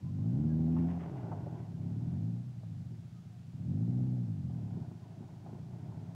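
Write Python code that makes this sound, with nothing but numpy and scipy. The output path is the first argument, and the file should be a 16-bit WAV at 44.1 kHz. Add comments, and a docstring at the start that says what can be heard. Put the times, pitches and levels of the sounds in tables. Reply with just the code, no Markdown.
"""A stony creek bed, one microphone near a four-cylinder pickup on a tow strap, a faint hiss behind.
The engine revs at once, its exhaust pulses booming through the tailpipe, with a few thin squeaks.
The tyres crunch over cobbles and throw wet gravel; stones knock under the wheels and the chassis thuds.
Two more revs follow, near 2.5 s and 4 s. Then the engine sinks back to a lumpy idle,
with more crunching, knocks and jolts, and a last small lift of the throttle."""
import sys
import numpy as np
from scipy import signal
from scipy.fft import rfft, irfft
from scipy.io import wavfile
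from scipy.ndimage import uniform_filter1d

SR = 44100
rng = np.random.default_rng(int(sys.argv[2]) if len(sys.argv) > 2 else 0)


def waveform_to_disk(signal):
    """Save audio, clipped to [-1, 1], as 16-bit WAV at the path in sys.argv[1]."""
    frames = np.transpose(np.atleast_2d(signal))
    scaled = np.clip(frames, -1, 1) * 32767
    samples = np.round(scaled).astype(np.int16)
    wavfile.write(sys.argv[1], SR, samples)


N = 271200
TIME = np.arange(N) / SR


def amp(db):
    """Decibels to gain."""
    return 10 ** (np.asarray(db) / 20)


def unit(x):
    """Scales to rms 1."""
    return x / np.sqrt(np.mean(x ** 2) + 1e-20)


def add(mix, start_s, sound):
    """Mixes a sound in at its start time."""
    part = mix[round(start_s * SR):][:len(sound)]
    part += sound[:len(part)]


def decay(t, t60):
    """An envelope that falls 60 dB in t60 seconds."""
    return np.exp(-np.log(1000) * t / t60)


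def colour(x, spectrum, size=16384):
    """Causal filter with the given spectrum: it rings after each pulse, never before."""
    hz, db = np.transpose(spectrum)
    bin_hz = abs(np.fft.fftfreq(size, 1 / SR)) + 1
    log_gain = np.log(amp(np.interp(np.log(bin_hz), np.log(hz), db)))
    response = np.fft.ifft(np.exp(np.conj(signal.hilbert(log_gain)))).real
    return signal.fftconvolve(x, response[:size // 2])[:N]


def steady(x, seconds):
    """Divides out the slow level and keeps the quick throb."""
    size = int(seconds * SR)
    power = uniform_filter1d(uniform_filter1d(x ** 2, size), size)
    return x / np.sqrt(abs(power) + 1e-20)


# The background of the place. Each row: frequency in Hz, relative level in dB.
HISS_SPECTRUM = [(20, 9.5), (50, 13), (150, 21), (400, 0.5), (750, -4), (1200, 2), (2000, -1.5), (3200, -3),
                 (5000, -4.5), (7000, -7.5), (10000, -14.5), (13000, -17.5), (15000, -21), (16000, -16)]
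def hiss(level_db=-66.5):
    """Faint, steady noise behind the truck, strongest in the bass."""
    return amp(level_db) * unit(colour(rng.standard_normal(N), HISS_SPECTRUM))


# The pedal. Each row: start, rise time, release and fall time in seconds, then load from 0 to 1.
PRESSES = [(-.14, 0.4, 0.83, 0.25, 0.87), (.97, 0.33, 1.64, 0.19, 0.32), (1.59, .24, 2.303, 0.21, 0.68),
           (2.62, 0.09, 2.93, 0.17, 0.21), (3.47, 0.26, 4.024, 0.94, 0.85), (4.37, 0.072, 4.817, 0.15, .57),
           (5.44, 0.11, 6.07, .13, .25)]
def throttle():
    """Load on the engine, 0-1: each press rises, holds and falls away."""
    loads = [load * np.clip(np.minimum((TIME - start) / rise, 1 - (TIME - release) / fall), 0, 1)
             for start, rise, release, fall, load in PRESSES]
    return np.max(loads, axis=0)


# Each entry: one cylinder's relative strength in dB, in firing order.
CYLINDER_DB = [1.8, -.7, .1, -1.2]
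def firings(cycles, ragged, scatter_db=12.0, jitter_s=.0029):
    """One pulse a firing; ragged combustion scatters their strength and timing."""
    at = np.flatnonzero(np.diff(np.floor(cycles)))
    strength, delay = rng.standard_normal((len(at), 2)).T
    sizes = amp(np.resize(CYLINDER_DB, len(at)) + scatter_db * ragged[at] * strength)
    shifts = (jitter_s * SR * ragged[at] * delay).astype(int)
    return np.bincount(np.clip(at + shifts, 0, N - 1), sizes, N)


# The muffler's chambers. Each row: centre in Hz, width in Hz.
MUFFLER_CHAMBERS = [(165.2, 29.7), (122, 91), (257.3, 48)]
# Tailpipe and muffler as heard from outside. Each row: frequency in Hz, gain in dB.
PIPE_SPECTRUM = [(35, -48.5), (60, -20), (82, -5.5), (108, 7), (125, 7), (145, 1.5), (168, 6.5),
                 (200, -4.5), (242, -4), (285, -11.5), (330, -18), (400, -27.5), (520, -51), (1100, -86)]
def muffler(x):
    """Each chamber stores its own band for a moment, so a pulse swells before it dies."""
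    for hz, width in MUFFLER_CHAMBERS:
        radius = np.exp(-np.pi * width / SR)
        poles = [1, -2 * radius * np.cos(2 * np.pi * hz / SR), radius * radius]
        x = signal.lfilter(poles[::-1], poles, x)  # all-pass
    return colour(x, PIPE_SPECTRUM)


def exhaust(pulses, gas, ragged, crossover_hz=210, rasp=.07):
    """Pulses and turbulent gas ring the tailpipe: a low boom, and a bark that the gas roughens more."""
    pipe = muffler(pulses + ragged * gas)
    rough_pipe = pipe + rasp * muffler(gas)
    low_pass = 1 / (1 + (np.fft.rfftfreq(2 * N, 1 / SR) / crossover_hz) ** 12)
    boom = irfft(rfft(pipe, 2 * N) * low_pass)[:N]
    bark = irfft(rfft(rough_pipe, 2 * N) * (1 - low_pass))[:N]
    return steady(boom, seconds=.06), steady(bark, seconds=.06)


# The revs. Each row: time in seconds, firings per second.
ENGINE_SPEED = [(0, 46), (.16, 49.5), (.28, 58.5), (.43, 77), (.76, 82.7), (.9, 87), (1.01, 85), (1.18, 61),
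                (1.42, 45), (1.73, 32), (1.92, 36.3), (2.1, 43.5), (2.24, 56.5), (2.42, 61.3), (2.58, 60.5),
                (2.72, 52), (3.05, 29), (3.45, 27), (3.6, 35.5), (3.82, 59), (3.98, 63.3), (4.16, 62.7),
                (4.42, 45), (4.68, 34.5), (4.95, 26.8), (5.45, 26), (5.7, 29.3), (5.94, 36.7), (6.15, 31.5)]
# The engine with the throttle shut. Each row: firings per second, then boom, bark and clatter in dB.
COASTING_LEVELS = [(27.2, -48.5, -68.5, -81), (41.4, -45, -66.5, -79), (61, -43.5, -65, -74.5),
                   (83, -43.5, -58, -71)]
# Clatter from the engine bay. Each row: frequency in Hz, relative level in dB.
BAY_SPECTRUM = [(200, -33), (380, -4), (500, 8), (640, 5.5), (820, 5), (950, -9), (1200, -12.5),
                (1550, -17.5), (2500, -26), (5000, -47)]
BOOM_LOAD_DB, BARK_LOAD_DB, CLATTER_LOAD_DB = 13, 26.5, 14  # added at full load
def engine(flywheel_s=.08, idle_firings_per_s=28, idle_ragged=.54, rattle=1.3):
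    """Firings drive the exhaust and clatter the engine bay in step; speed and load set the levels."""
    speed = np.interp(TIME, *np.transpose(ENGINE_SPEED))
    speed = uniform_filter1d(speed, int(flywheel_s * SR))  # the flywheel rounds the corners
    cycles = np.cumsum(speed) / SR  # one per firing
    load = throttle()
    # Combustion is ragged at idle and evens out with speed and with load.
    ragged = np.clip(idle_ragged * (idle_firings_per_s / speed) ** .75 * (1 - .75 * load), 0, 1)
    pulses = steady(firings(cycles, ragged), seconds=.075)
    puff = unit(.26 + np.exp(-(cycles % 1)))  # jumps at each firing, then sags
    gas = puff * rng.standard_normal(N)
    boom, bark = exhaust(pulses, gas, ragged)
    # Every firing knocks the block, and loose parts rattle after it.
    clatter = unit(colour(pulses + rattle * puff * rng.standard_normal(N), BAY_SPECTRUM))
    rates, *levels = np.transpose(COASTING_LEVELS)
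    boom_db, bark_db, clatter_db = (np.interp(speed, rates, db) for db in levels)
    return (amp(boom_db + BOOM_LOAD_DB * load) * boom
            + amp(bark_db + BARK_LOAD_DB * load) * bark
            + amp(clatter_db + CLATTER_LOAD_DB * load) * clatter)


# Faint squeaks. Each row: start and length in seconds, first and last pitch in Hz, peak in dB.
THIN_SQUEAKS = [(.02, .1, 940, 1100, -68), (.17, .07, 1050, 1060, -68), (.48, .07, 1640, 1610, -68),
                (3.14, .07, 1250, 1210, -72), (3.28, .13, 750, 700, -70), (5.01, .08, 1060, 940, -68)]
def squeaks(waver=.025):
    """Short gliding tones with an unsteady pitch, barely reaching the microphone."""
    out = np.zeros(N)
    for start, length, first_hz, last_hz, db in THIN_SQUEAKS:
        size = int(length * SR)
        wobble = unit(uniform_filter1d(rng.standard_normal(SR), size=200))[:size]
        hz = np.linspace(first_hz, last_hz, size) * (1 + waver * wobble)
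        tone = np.sin(2 * np.pi * np.cumsum(hz) / SR)
        add(out, start, amp(db) * tone * signal.windows.tukey(size, .7))
    return out


def grains(spectrum, per_s, spread_db=2.5):
    """Stone on stone: random clicks, mostly small, a few large, coloured and held at an even level."""
    sizes = amp(spread_db * np.minimum(rng.exponential(1, N), 4))
    clicks = unit(rng.standard_normal(N) * sizes * (rng.random(N) < per_s / SR))
    return steady(colour(clicks, spectrum), seconds=.05)


def swell(start, end, db, rise_db_per_s=103, fall_db_per_s=105):
    """Power of a sound that builds up to start, holds until end and dies away."""
    before, after = np.maximum(start - TIME, 0), np.maximum(TIME - end, 0)
    return amp(db - rise_db_per_s * before - fall_db_per_s * after) ** 2


# Crunching cobbles, then wet gravel. Each row: frequency in Hz, relative level in dB.
COBBLE_SPECTRUM = [(120, -17), (280, 11), (400, 7), (500, -6), (640, 4), (820, 0.5), (1000, -5.5),
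                   (1230, -23), (1480, -11), (2000, -40), (3000, -36.5), (6000, -69)]
GRAVEL_SPECTRUM = [(600, -10), (1100, 8), (1500, 0), (2000, 1.5), (2700, -6), (3400, -9.5), (4200, -34),
                   (5500, -18), (9000, -40)]
# The tyres roll. Each row: start and end in seconds, crunch level in dB, gravel level in dB.
TYRE_ROLLS = [(.33, 0.755, -59.5, -80), (0.821, 1.597, -51.5, -75), (1.083, 1.303, -51.5, -72.5),
              (1.793, 2.14, -61, -80.5), (4.522, 4.72, -61.5, -83), (4.776, 4.877, -58, -83),
              (5.05, 5.336, -60.5, -80), (5.483, 5.553, -56, -77), (5.736, 6.15, -58, -78)]
# A wheel throws gravel. Each row: time of the peak in seconds, level in dB.
GRAVEL_SHOWERS = [(.79, -63), (.9, -60.5), (1.019, -58), (1.19, -65.5), (1.59, -70), (2.12, -76)]
def tyres(creep_db=-69.5):
    """Down on the creek bed, cobbles grind under the tread, louder at each roll, and wet gravel flies."""
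    crunch = grains(COBBLE_SPECTRUM, per_s=3000)
    spray = grains(GRAVEL_SPECTRUM, per_s=4000)
    crunch_power = amp(creep_db) ** 2
    spray_power = sum(swell(at, at, db, rise_db_per_s=348.5, fall_db_per_s=175)
                      for at, db in GRAVEL_SHOWERS)
    for start, end, crunch_db, gravel_db in TYRE_ROLLS:
        crunch_power += swell(start, end, crunch_db)
        spray_power += swell(start, end, gravel_db)
    return np.sqrt(crunch_power) * crunch + np.sqrt(spray_power) * spray


# A cobble's modes. Each row: multiple of its pitch, relative level in dB.
COBBLE_MODES = [(0.519, 1.5), (.76, -5.5), (1, 35), (1.219, -21), (1.65, -9.5), (2.4, -37)]
# Knocks under the wheels. Each row: start in seconds, peak in dB, nominal pitch in Hz, t60 in seconds.
STONE_KNOCKS = [(.765, -41, 930, .07), (.95, -45, 760, .05), (1.314, -38, 950, .05),
                (1.324, -37, 740, .055), (1.464, -41, 600, .07), (2.632, -50, 680, .03),
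                (4.501, -56, 760, .05), (4.731, -54, 640, .04), (4.763, -52, 600, .05),
                (4.912, -55, 880, .05), (5.226, -54, 800, .05), (5.461, -47, 800, .05),
                (5.49, -54, 720, .05), (5.592, -52, 700, .04), (5.92, -53, 940, .08)]
def stones(rise_s=.0026):
    """Stones knock together: each rings briefly, a little under its nominal pitch, with a gritty scrape."""
    out, t = np.zeros(N), np.arange(SR // 5) / SR
    for start, db, hz, t60 in STONE_KNOCKS:
        ring = sum(amp(mode_db) * np.sin(2 * np.pi * hz * ratio * rng.uniform(.94, .97) * t)
                   for ratio, mode_db in COBBLE_MODES)
        grit_band = signal.butter(3, [hz / 2, hz * 1.25], "band", fs=SR)
        scrape = signal.lfilter(*grit_band, rng.standard_normal(len(t)))
        knock = (unit(ring) + unit(scrape)) * (1 - np.exp(-t / rise_s)) * decay(t, t60)
        add(out, start, amp(db) * knock / abs(knock).max())
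    return out


# The frame's modes. Each row: frequency in Hz, relative level in dB, t60 in seconds.
FRAME_MODES = [(108, -29, .08), (188, 30, 0.032), (230, 9.5, 0.22), (268, 7, 0.041), (348, 8.5, 0.14),
               (424, -59, .05)]
# Jolts to the chassis. Each row: start in seconds, peak in dB before the trim.
CHASSIS_JOLTS = [(1.458, -45), (2.92, -40), (4.772, -30), (4.914, -37), (5.206, -34.5), (5.53, -33.5)]
def chassis(trim_db=-2, rise_s=.0024):
    """The suspension takes a jolt and the frame thuds."""
    out, t = np.zeros(N), np.arange(SR // 4) / SR
    ring = sum(amp(db) * np.sin(2 * np.pi * hz * t) * decay(t, t60) for hz, db, t60 in FRAME_MODES)
    # The springs soften the blow, and the open frame radiates no deep bass.
    softened = ring * (1 - np.exp(-t / rise_s))
    thud = signal.lfilter(*signal.butter(3, 85, "high", fs=SR), softened)
    for start, db in CHASSIS_JOLTS:
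        add(out, start, amp(db + trim_db) * thud / abs(thud).max())
    return out


def creek_echo(x, echo_db=-16, t60=.69, delay_s=.015):
    """Rocks and banks a few metres off scatter a short, dull tail; the long waves pass them by."""
    t = np.arange(SR // 2) / SR
    taps = rng.standard_normal(len(t)) * (t > delay_s) * decay(t, t60)
    tail = signal.lfilter(*signal.butter(1, [250, 2500], "band", fs=SR), taps / np.linalg.norm(taps))
    return x + amp(echo_db) * signal.fftconvolve(x, tail)[:N]


def scene():
    """The truck among the rocks, heard in mono from one spot, over a steady hiss."""
    background = hiss()
    truck = engine() + tyres() + stones() + chassis() + squeaks()
    return (creek_echo(truck) + background)[None]


def record(dry):
    """The recorder passes the microphone's signal up to 15.7 kHz."""
    band_limit = signal.firwin(2047, 15700, window=("kaiser", 9), fs=SR)
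    return signal.oaconvolve(dry, band_limit[None], "same")


dry = scene()
out = record(dry)
waveform_to_disk(out)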